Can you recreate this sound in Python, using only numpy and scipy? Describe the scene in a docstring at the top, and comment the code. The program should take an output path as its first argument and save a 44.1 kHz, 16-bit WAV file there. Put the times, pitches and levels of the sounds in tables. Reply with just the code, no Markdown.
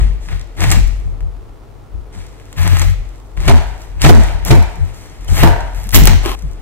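"""Knife through a watermelon

A large knife saws through a watermelon on a wooden board, close to a stereo microphone on the same counter.
Noise and clicks through resonances make crunching rind, fizzing juice, cracks and hollow fruit; blows ring
the board, boom in the cabinet below, and a hard-walled kitchen of decaying taps rings on.
The counter shakes the microphone stand so hard that its low modes, wandering tones, overload the input."""
import sys
import numpy as np
from scipy import signal
from scipy.fft import rfft, irfft
from scipy.io import wavfile
from scipy.ndimage import uniform_filter1d

SR = 44100
rng = np.random.default_rng(int(sys.argv[2]) if len(sys.argv) > 2 else 0)


def master(y):
    """Save y as 16-bit WAV."""
    cut = np.clip(np.atleast_2d(y).T, -1, 1)
    pcm = np.round(cut * 32767)  # scale
    wavfile.write(sys.argv[1], SR, pcm.astype(np.int16))


N = 291853
T = np.arange(N) / SR
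T_COARSE = T[::16]  # time grid of the level curves
STOP_S = 6.352  # strokes, parting, cabinet boom and kitchen stop abruptly

# Blade landing on the board. Each row: time in seconds, blow in dB, then in dB above the blow: crush,
# cabinet boom, hollow fruit.
THUDS = [(3.479, -7, -3, -34, -6.5), (3.495, -1, -10, -18, -20), (4.043, -1, -10.5, -16, -12),
         (4.091, 7.5, -15.5, -23, -17.5), (4.508, 5, -10, -24, -18), (5.43, 4.5, -20, -16.5, -13.5),
         (5.958, 1, -1, -22, -23)]
# Resonances of the rind. Each row: frequency in Hz, width in Hz, gain in dB.
RIND = [(1190, 1360, -5.5), (1994, 540, 6), (3420, 3900, -3)]
# Resonances of fizzing juice. Each row: frequency in Hz, width in Hz, gain in dB.
JUICE = [(6560, 6300, 5.5), (8650, 4900, 3.5), (10640, 12000, -32.5)]
# Resonances of fine spray. Each row: frequency in Hz, width in Hz, gain in dB.
SPRAY = [(12340, 1380, -1.5), (16500, 1930, -3.5)]


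def amp(db):
    """Amplitude factor of a level in dB."""
    return 10 ** (np.asarray(db) / 20)


def evened(x):
    """Scale to rms 1 over all channels."""
    return x / np.sqrt(np.mean(x ** 2) + 1e-20)


def read(points, hz):
    """Read a (Hz, value) curve on a log frequency axis."""
    point_hz, value = np.transpose(points)
    return np.interp(np.log(hz + 1), np.log(point_hz + 1), value)


def add(mix, start_s, sound):
    """Add a sound into the mix in place, cut at the end of the mix."""
    part = mix[round(start_s * SR):][:len(sound)]
    part += sound[:len(part)]


def resonate(x, modes):
    """Sum of two-pole resonances of alternating sign."""
    out = 0
    for k, (hz, width_hz, db) in enumerate(modes):
        b, a = signal.iirpeak(hz, hz / width_hz, SR)
        out = out + (-1) ** k * amp(db) * signal.lfilter(b, a, x)
    return out


def slow(per_s):
    """Smooth chance of rms 1 that changes about per_s times a second."""
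    size = max(int(SR / per_s), 2)
    once = uniform_filter1d(rng.standard_normal(N), size)
    return evened(uniform_filter1d(once, size))


def wobble(hz, waver, throb_db, per_s):
    """A mode kept going by irregular pushes: its pitch and strength wander."""
    turns = np.cumsum(hz * (1 + waver * slow(per_s))) / SR + rng.random()
    return np.sqrt(2) * amp(throb_db * slow(per_s)) * np.cos(2 * np.pi * turns)


def grains(per_s, spread_db, bed):
    """Cells bursting: sparse clicks of uneven size over a bed of hiss."""
    size_db = spread_db * np.minimum(rng.exponential(1, N), 5)
    size = amp(size_db) * rng.choice([-1., 1.], N)
    clicks = evened(size * (rng.random(N) < per_s / SR))
    return evened(clicks + bed * rng.standard_normal(N))


def powers(*levels_db):
    """Levels in dB of unrelated sounds, added as powers."""
    return 10 * np.log10(sum((amp(db) ** 2).sum(0) for db in levels_db))


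def peaks_db(peak_s, db, up_db_per_s, down_db_per_s):
    """One row per event: a straight climb in dB to the peak, then a straight fall."""
    late_s = T_COARSE - peak_s[:, None]
    return db[:, None] + np.maximum(np.minimum(up_db_per_s * late_s, -down_db_per_s * late_s), -200)


def full(db):
    """Interpolate a coarse level curve to every sample."""
    return np.interp(T, T_COARSE, db)


def cutting():
    """Levels of crunch, fizz, spray and fruit: strokes climb, hold and fade; bursts and creaking join them."""
    # Strokes of the blade. Each row: start in seconds, climb in seconds, hold in seconds, rind crunch in dB,
    # then in dB above the crunch: juice fizz, fine spray, hollow fruit.
    stroke_rows = [(0.0, 0.0014, 0.0067, -35, -6.5, -20, -1.5), (0.198, 0.028, .04, -49.5, 3, -7, -6),
                   (0.276, 0.009, 0.076, -39.5, -10, -16, -3.5), (0.565, 0.044, .15, -27.5, -4.5, -9.5, 0),
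                   (2.115, 0.024, 0.08, -48.5, 0, -11, -1), (2.559, 0.025, 0.26, -30, -7, -8, -5.5),
                   (3.367, 0.14, 0.034, -27.5, -6.5, -13.5, 1.5), (3.773, 0.031, 0.036, -52.5, 3, 0, -7),
                   (3.991, 0.0055, .02, -38.5, -17, -25, -8), (4.008, 0.021, 0.062, -24, 1.5, -5, -6),
                   (4.448, 0.014, .05, -30.5, 2, 0, 4), (4.93, 0.034, 0.074, -52.5, 5, 0, -1),
                   (5.275, 0.0068, 0.066, -38, 4, -4, 1), (5.313, 0.074, .02, -26.5, -0.5, 0.5, 1),
                   (5.364, 0.038, 0.0046, -19.5, -13, -11, -12), (5.736, 0.015, 0.11, -44.5, -1, -2, -4),
                   (5.923, 0.019, 0.0037, -16.5, -8.5, 1, -11), (5.978, 0.081, 0.054, -27, -13, -27, 4),
                   (6.206, 0.037, 0.02, -37.5, -4, -8, 7.5)]
    # Rind giving way in bursts. Each row: peak in seconds, crunch in dB, then in dB above it: fizz, spray.
    burst_rows = [(0.642, -20, -20, -18), (0.718, -19, 2, 0), (2.666, -23.5, -23, -20),
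                  (2.819, -22, -2, -7), (3.485, -15.5, -27, -28), (4.048, -10, -24, -21),
                  (4.064, -11, -21, -21), (4.094, -11, -22, -5.5), (4.509, -12, -26, -28),
                  (5.433, -11, -14, -4), (5.954, -8.5, 3, 10.5), (6.076, -11.5, -18, -16)]
    # Faint creaking of the wedged blade. Each row: time in seconds, crunch in dB, fizz in dB above it.
    creak_points = [(0, -40, -8), (.28, -62.5, -10), (0.902, -51.5, 2.5), (1.3, -73, -6), (2.1, -71, -1),
                    (2.3, -55, -1.5), (3.05, -55, -3.5), (3.351, -68, 4), (3.65, -45.5, -3),
                    (3.95, -56.5, -5), (4.2, -32.5, -2), (4.42, -43.5, -11.5), (4.6, -48.5, -0.5),
                    (5.2, -51.5, -2.5), (5.6, -42, -7.5), (5.9, -58, 1), (6.36, -52, 2), (6.62, -52.5, -7)]
    bite_db, let_go_db_per_s = -17, 178  # stroke onset re its full level; fade speed
    fruit_burst_db, creak_spray_db = -0.5, -7  # fruit above burst crunch; spray above creak fizz

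    start_s, climb_s, hold_s, stroke_db, *stroke_above = np.transpose(stroke_rows)[:, :, None]
    late_s = T_COARSE - start_s
    climb_db = bite_db * np.clip(1 - late_s / climb_s, 0, 1)
    fade_db = let_go_db_per_s * np.maximum(late_s - climb_s - hold_s, 0)
    sounding = (late_s >= 0) & (T_COARSE < STOP_S)
    strokes = np.where(sounding, stroke_db + climb_db - fade_db, -200)

    peak_s, burst_db, *burst_above = np.transpose(burst_rows)[:, :, None]
    bursts = peaks_db(peak_s[:, 0], burst_db[:, 0], up_db_per_s=2500, down_db_per_s=803)

    point_s, creak_db, fizz_db = np.transpose(creak_points)
    creak = np.interp(T_COARSE, point_s, creak_db)[None]
    fizz_db = np.interp(T_COARSE, point_s, fizz_db)

    above = zip([0, *stroke_above], [0, *burst_above, fruit_burst_db],
                (0, fizz_db, fizz_db + creak_spray_db, 0))
    return [full(powers(strokes + a, bursts + b, creak + c)) for a, b, c in above]


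def hush():
    """Quiet room noise, partly shared by the two capsules."""
    # Noise spectrum. Each row: frequency in Hz, relative density in dB per Hz.
    spectrum = [(59, -46), (100, 7.5), (193, -13), (238, -6.5), (364, -7.5), (441, -5), (568, -13),
                (797, -15.5), (1350, -19.5), (1570, -28), (15800, -44)]
    shared, left, right = rng.standard_normal((3, N))
    pair = shared + np.array([left, right])
    colour = amp(read(spectrum, np.fft.rfftfreq(N, 1 / SR)))
    level_db = -42.5 + 0.23 * slow(17)
    return amp(level_db) * evened(irfft(rfft(pair) * colour, N))


def kitchen(x):
    """Room tail: sparse taps of random sign after a short gap, each band dying at its own speed."""
    # Decay of the room. Each row: frequency in Hz, T60 in seconds.
    decay = [(200, .35), (700, .75), (2000, .75), (6000, .55), (12000, .3)]
    taps = np.zeros((2, SR))
    at = np.arange(300, SR - 20, 20) + rng.integers(0, 20, (2, (SR - 301) // 20))
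    np.put_along_axis(taps, at, rng.choice([-1., 1.], at.shape), 1)
    hz, t, bands = signal.stft(taps, SR, nperseg=256)
    fall = amp(-60 * t / read(decay, hz)[:, None])
    tail = signal.istft(bands * fall, SR, nperseg=256)[1]
    tail = tail / np.linalg.norm(tail[0])
    return signal.fftconvolve(x[None], tail, axes=1)[:, :N] * (T < STOP_S)


def shaking():
    """Levels of bounce and rocking, pitch of the rocking, level of the buzz."""
    # Jolts reaching the stand through the counter. Each row: peak in seconds, bounce in dB, rocking in dB,
    # counter buzz in dB (before rounding and the capsule mix).
    jolt_rows = [(0.018, -8, -13.5, -21.5), (0.1, -17, -28, -26), (0.33, -18.5, -13, -27.5),
                 (0.68, -18.5, -14, -14.5), (0.74, -14.5, -4, -13.5), (0.776, -8.5, -5, -28),
                 (0.83, -7.5, -35, -38), (1.068, -18.5, -12.5, -41), (1.228, -17.5, -14.5, -32),
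                 (1.36, -29, -37, -51), (1.95, -24, -23, -55), (2.174, -31, -20.5, -37.5),
                 (2.602, -25, -8.5, -24), (2.67, -30, -11, -18), (2.729, -23, -2.5, -35),
                 (2.8, -26, -13, -24), (2.865, -13, -6.5, -24), (2.99, -19.5, -28, -58),
                 (3.39, -16, -14, -26.5), (3.48, -20, -10, -16), (3.528, -13, 1.5, -30),
                 (3.68, -22, -32, -54), (3.9, -26.5, -43, -53), (3.97, -25, -23, -43), (4.059, -38, -5, -4),
                 (4.118, -13, 6, -9), (4.179, -9.5, -1.5, -19), (4.25, -27, -25, -38),
                 (4.35, -19, -14, -33), (4.429, -23.5, -18, -42), (4.522, -13.5, 2.5, -4.5),
                 (4.58, -15.5, -5, -26), (4.789, -29, -31, -25), (4.824, -30, -9.5, -40),
                 (5.21, -26, -32, -51), (5.316, -15, -7.5, -18.5), (5.452, -12.5, 1.5, -7.5),
                 (5.5, -19, -11, -16), (5.63, -22, -35, -36), (5.76, -18.5, -28, -41),
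                 (5.87, -19, -36, -34), (5.976, -8, 5.5, -4.5), (6.02, 0.5, -6.5, -11.5),
                 (6.1, -33, 1.5, -16), (6.2, -22, -22, -30.5), (6.28, -21.5, -37, -42),
                 (6.45, -18, -25, -25)]
    # Resting pitch of the rocking, drifting as the weight on the counter shifts. Each row: time in seconds,
    # frequency in Hz.
    rock_pitch = [(0, 86.1), (.75, 88), (1.2, 84), (2.6, 89), (2.9, 90.97), (3.5, 83.2), (4.1, 84.2),
                  (4.6, 83.19), (4.85, 88.94), (5.4, 88), (5.6, 86), (6.0, 90.07), (6.15, 90.1),
                  (6.6, 82.77)]
    # per mode: bounce, rocking, buzz
    up_db_per_s, down_db_per_s = (406, 735, 800), (89, 196, 320)
    idle_db, sawing_db = (-40, -45, -81), (1, 9.5, -0.5)  # at rest; kept up by the blade, above its crunch
    rounding_s = 0.027  # a mode cannot follow a jolt faster than this

    peak_s, *peaks = np.transpose(jolt_rows)
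    crunch_db = cutting()[0][None, ::16]
    levels = []
    for db, up, down, idle, saw in zip(peaks, up_db_per_s, down_db_per_s, idle_db, sawing_db):
        level_db = full(powers(peaks_db(peak_s, db, up, down), crunch_db + saw, [[idle]]))
        levels.append(uniform_filter1d(level_db, int(rounding_s * SR)))
    bounce_db, rock_db, buzz_db = levels
    return bounce_db, rock_db, np.interp(T, *np.transpose(rock_pitch)), buzz_db


def stand():
    """Bounce moves both capsules alike, rocking moves them oppositely, the left more at higher pitch."""
    bounce_db, rock_db, rock_hz, buzz_db = shaking()
    bounce = amp(bounce_db) * wobble(46, waver=0.071, throb_db=0.5, per_s=20.9)
    rock = amp(rock_db) * wobble(rock_hz, waver=0.0421, throb_db=2.5, per_s=26.58)
    buzz = amp(buzz_db) * np.array([wobble(150, waver=0.13, throb_db=3.5, per_s=52.0) for _ in range(2)])
    lean = np.clip(0.027 * (rock_hz - 74), -.2, .6)
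    # the loose mount shudders each capsule apart
    low_band = signal.butter(2, [22, 60], "bandpass", fs=SR, output="sos")
    rumble = evened(signal.sosfilt(low_band, rng.standard_normal((2, N))))
    loose = amp(bounce_db - 5.5) * rumble + amp(-49.5) * rumble[::-1]
    left = 1.15 * bounce + (1 + lean) * rock + 0.62 * buzz[0] + 0.12 * buzz[1]
    right = 0.5 * bounce - (1 - lean) * rock + 0.72 * buzz[0] - 0.43 * buzz[1]
    return loose + np.array([left, right])


def cabinet():
    """Each blow leaves the hollow cabinet booming: many close modes, heard as noise dying in its resonances."""
    # Resonances under the counter. Each row: frequency in Hz, width in Hz, gain in dB per pass.
    boom_modes = [(440, 166, -2.5), (703, 226, -0.5), (932, 116, 1.5), (1570, 630, -5.5), (2210, 730, -31)]
    t60_s, rise_s, t = 0.75, 0.0023, T[:SR]
    power = np.zeros(N)
    for start_s, blow_db, _, boom_db, _ in THUDS:
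        fall = amp(2 * (blow_db + boom_db) - 120 * t / t60_s)
        add(power, start_s, fall * np.minimum(t / rise_s, 1))
    shared, left, right = rng.standard_normal((3, N))
    pair = 0.93 * shared + np.array([left, right])
    # two passes in series, the second without the lowest mode
    boom = np.array([resonate(resonate(x, boom_modes), boom_modes[1:]) for x in pair])
    return np.sqrt(power) * evened(boom) * (T < STOP_S)


def fruit():
    """The whole hollow fruit sounds under the blade and after each blow, wide enough to differ at the capsules."""
    # Resonances of the hollow fruit. Each row: frequency in Hz, width in Hz, gain in dB.
    hollow_modes = [(305, 127, -3), (444, 305, -6), (693, 332, -5)]
    idle_db, t60_s, lag_s = -49.5, 0.33, 0.0031  # level at rest; decay and peak delay after a blow
    blow_s, blow_db, *_, ring_db = np.transpose(THUDS)
    blows = peaks_db(blow_s + lag_s, blow_db + ring_db, 2000, 60 / t60_s)
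    body_db = full(powers(blows, cutting()[3][None, ::16], [[idle_db]]))
    shared, left, right = (grains(300, spread_db=2.75, bed=0.57) for _ in range(3))
    pair = np.array([resonate(.5 * shared + own, hollow_modes) for own in (left, right)])
    return amp(body_db) * evened(pair)


def capsules(near):
    """The sound reaches the left capsule first; each capsule hears its own dull reflections and shadow."""
    # First reflections off board and hands. Each row: left delay in seconds, left level in dB, right delay in
    # seconds, right level in dB.
    reflections = [(.0022, -11, 0.0028, -12), (.0047, -6, .0061, -25.5)]
    # Capsules facing apart. Each row: frequency in Hz, left over right in dB.
    shadow = [(60, 22.5), (150, 2.5), (380, -13), (950, 15.5), (2380, 2), (5980, -2.5), (15000, 3)]
    left_lead_s = 0.0001
    dull = signal.lfilter(*signal.butter(1, 1500, fs=SR), near)
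    echoes = np.zeros((2, N))
    for left_s, left_db, right_s, right_db in reflections:
        add(echoes[0], left_s, amp(left_db) * dull)
        add(echoes[1], right_s, amp(right_db) * dull)
    hz = np.fft.rfftfreq(N, 1 / SR)
    tilt_db = read(shadow, hz) / 2
    late = np.exp(-2j * np.pi * hz * left_lead_s)
    return irfft(rfft(near + echoes) * [amp(tilt_db), amp(-tilt_db) * late], N)


def parting():
    """The slice is pulled off: wet flesh tears apart and sucks air into the gap."""
    # Air in the opening cut. Each row: frequency in Hz, width in Hz, gain in dB.
    gap_modes = [(317, 92, 1.5), (774, 63, 0), (1075, 140, -3), (2960, 1260, -8), (7540, 3200, -18.5),
                 (13500, 2900, -19)]
    start_s, loudest_s, end_s, level_db = 6.236, 6.262, 6.39, -22
    swell = np.interp(T, [start_s, loudest_s, end_s], [0, 1, 0]) * (T < STOP_S)
    return amp(level_db) * swell * evened(resonate(grains(1000, spread_db=4.7, bed=0.96), gap_modes))


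def squeak():
    """The blade skids on wet rind: one short tone."""
    start_s, length_s, hz, level_db = 5.277, .016, 3080, -31
    swell = np.sin(np.pi * np.clip((T - start_s) / length_s, 0, 1)) ** 2
    return amp(level_db) * swell * np.sin(2 * np.pi * hz * T)


def thuds():
    """A blow rings the board modes, each a little detuned by where the blade lands, and crushes the last rind."""
    # Modes of the board. Each row: frequency in Hz, relative level in dB, T60 in seconds.
    board_modes = [(132.7, 12, 0.14), (246, 3.5, 0.093), (334, -1, 0.16), (423.7, -5.5, 0.21),
                   (646, -4, 0.037), (747, 0, 0.17), (883, -6, 0.13), (1590, -12, 0.01)]
    crush_t60_s = 0.037
    out, t = np.zeros(N), T[:12000]
    detune = rng.uniform(0.9, 1.023, (len(THUDS), len(board_modes)))
    noise = rng.standard_normal((len(THUDS), len(t)))
    crush = evened(resonate(noise, RIND)) + 0.087 * noise
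    hz, db, t60_s = np.transpose(board_modes)[:, :, None]
    for (start_s, blow_db, crush_db, *_), shift, grit in zip(THUDS, detune, crush):
        tones = np.sin(2 * np.pi * hz * shift[:, None] * t)
        ring = (amp(db - 60 * t / t60_s) * tones).sum(0)
        ring = ring / abs(ring).max()
        add(out, start_s, amp(blow_db) * (ring + amp(crush_db - 60 * t / crush_t60_s) * grit))
    return out


def cracks():
    """Each crack is a short puff of noise through the juice and one snap that rings the rind."""
    # Single cracks of the rind. Each row: time in seconds, drive in dB, dull snap in dB above it, fine part in
    # dB above it.
    crack_rows = [(0.287, -32, 8, -18), (0.3954, -30, -11, -19), (0.4128, -25, -17, -26),
                  (0.4718, -43, -12, -33), (0.6056, -10.5, -13, -21), (0.6407, -26, 16, -14),
                  (0.7033, -5, -14, -23), (0.7146, 2.5, -21, -21), (1.2067, -39.5, 9, -3),
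                  (2.128, -38, -13, -18.5), (2.1493, -38, 7, -21), (2.1868, -41, -14, -23),
                  (2.399, -41, 7, -20), (2.528, -23.5, -6, -3), (2.568, -29, -2, -10), (2.6633, -38, 5, -9),
                  (2.6768, -8, -3, -2), (2.769, -13.5, 3, -20), (2.7955, -6, -19, -12),
                  (2.816, -14, -3, -16), (3.3747, -35.5, 13.5, -8), (3.8191, -30, -10, -22),
                  (4.0174, -1.5, -22, -8), (4.45, -12, -13, 7.5), (4.9446, -31, -26, -23.5),
                  (5.098, -35, -17, -6), (5.246, -31, -5, 6), (5.285, -37, -15, -3), (5.3785, -13, -15, -6),
                  (5.6064, -24, -5, -15), (5.747, -30, -6, 0), (5.8, -29.5, -9, 5), (5.8334, -26, -18, 5),
                  (5.8699, -29, -13, 10), (5.891, -16, -14, 4), (5.9067, -18, -18, -9),
                  (5.916, -22, -14, 5), (5.9454, 8.5, -6, -22), (5.9997, -11, -18, 10),
                  (6.0372, -7, -15, 4), (6.051, -21, -11, -6), (6.0545, -3, -20, 12.5),
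                  (6.0676, -15, -10, -4), (6.0723, 5.5, -22, 0), (6.422, -32, -10, 6)]
    rise_s, t60_s = 0.00037, 0.011
    bright, fine, snaps, t = np.zeros(N), np.zeros(N), np.zeros(N), T[:2000]
    snap = resonate(np.exp(-t / .0001), RIND)
    snap = snap / abs(snap).max()
    noise = rng.standard_normal((len(crack_rows), len(t)))
    for (start_s, db, low_db, high_db), hiss in zip(crack_rows, noise):
        puff = hiss * amp(db - 60 * t / t60_s) * np.minimum(t / rise_s, 1)
        add(bright, start_s, puff)
        add(fine, start_s, puff * amp(high_db))
        add(snaps, start_s, amp(db + low_db) * snap)
    return amp(1.5) * (resonate(bright, JUICE) - resonate(fine, SPRAY)) + snaps


def blade():
    """Tearing rind and fizzing juice, driven by bursting cells."""
    crunch_db, fizz_db, spray_db, _ = cutting()
    slips = amp(1.0 * slow(64))  # the blade sticks and slips
    tearing = resonate(grains(900, spread_db=2.93, bed=0.9), RIND)
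    crunch = evened(signal.lfilter(*signal.butter(2, 4200, fs=SR), tearing))
    cells = grains(550, spread_db=6.4, bed=1.6)
    fizz = evened(resonate(cells, JUICE))
    spray = evened(resonate(cells, SPRAY))
    return slips * (amp(crunch_db) * crunch + amp(fizz_db) * fizz - amp(spray_db) * spray)


def scene():
    """Close sounds through the capsules, plus fruit, room, cabinet, hush and the shaken stand."""
    near = blade() + cracks() + squeak() + parting() + thuds()
    return capsules(near) + fruit() + amp(-10.5) * kitchen(near) + cabinet() + hush() + stand()


def record(dry):
    """The input clips hard at full scale, then a steep low-pass limits the band."""
    clipped = np.clip(dry, -1, 1)
    low_pass = signal.firwin(511, 15800, window=("kaiser", 9), fs=SR)
    return np.clip(signal.oaconvolve(clipped, low_pass[None], "same"), -1, 1)


dry = scene()
out = record(dry)
master(out)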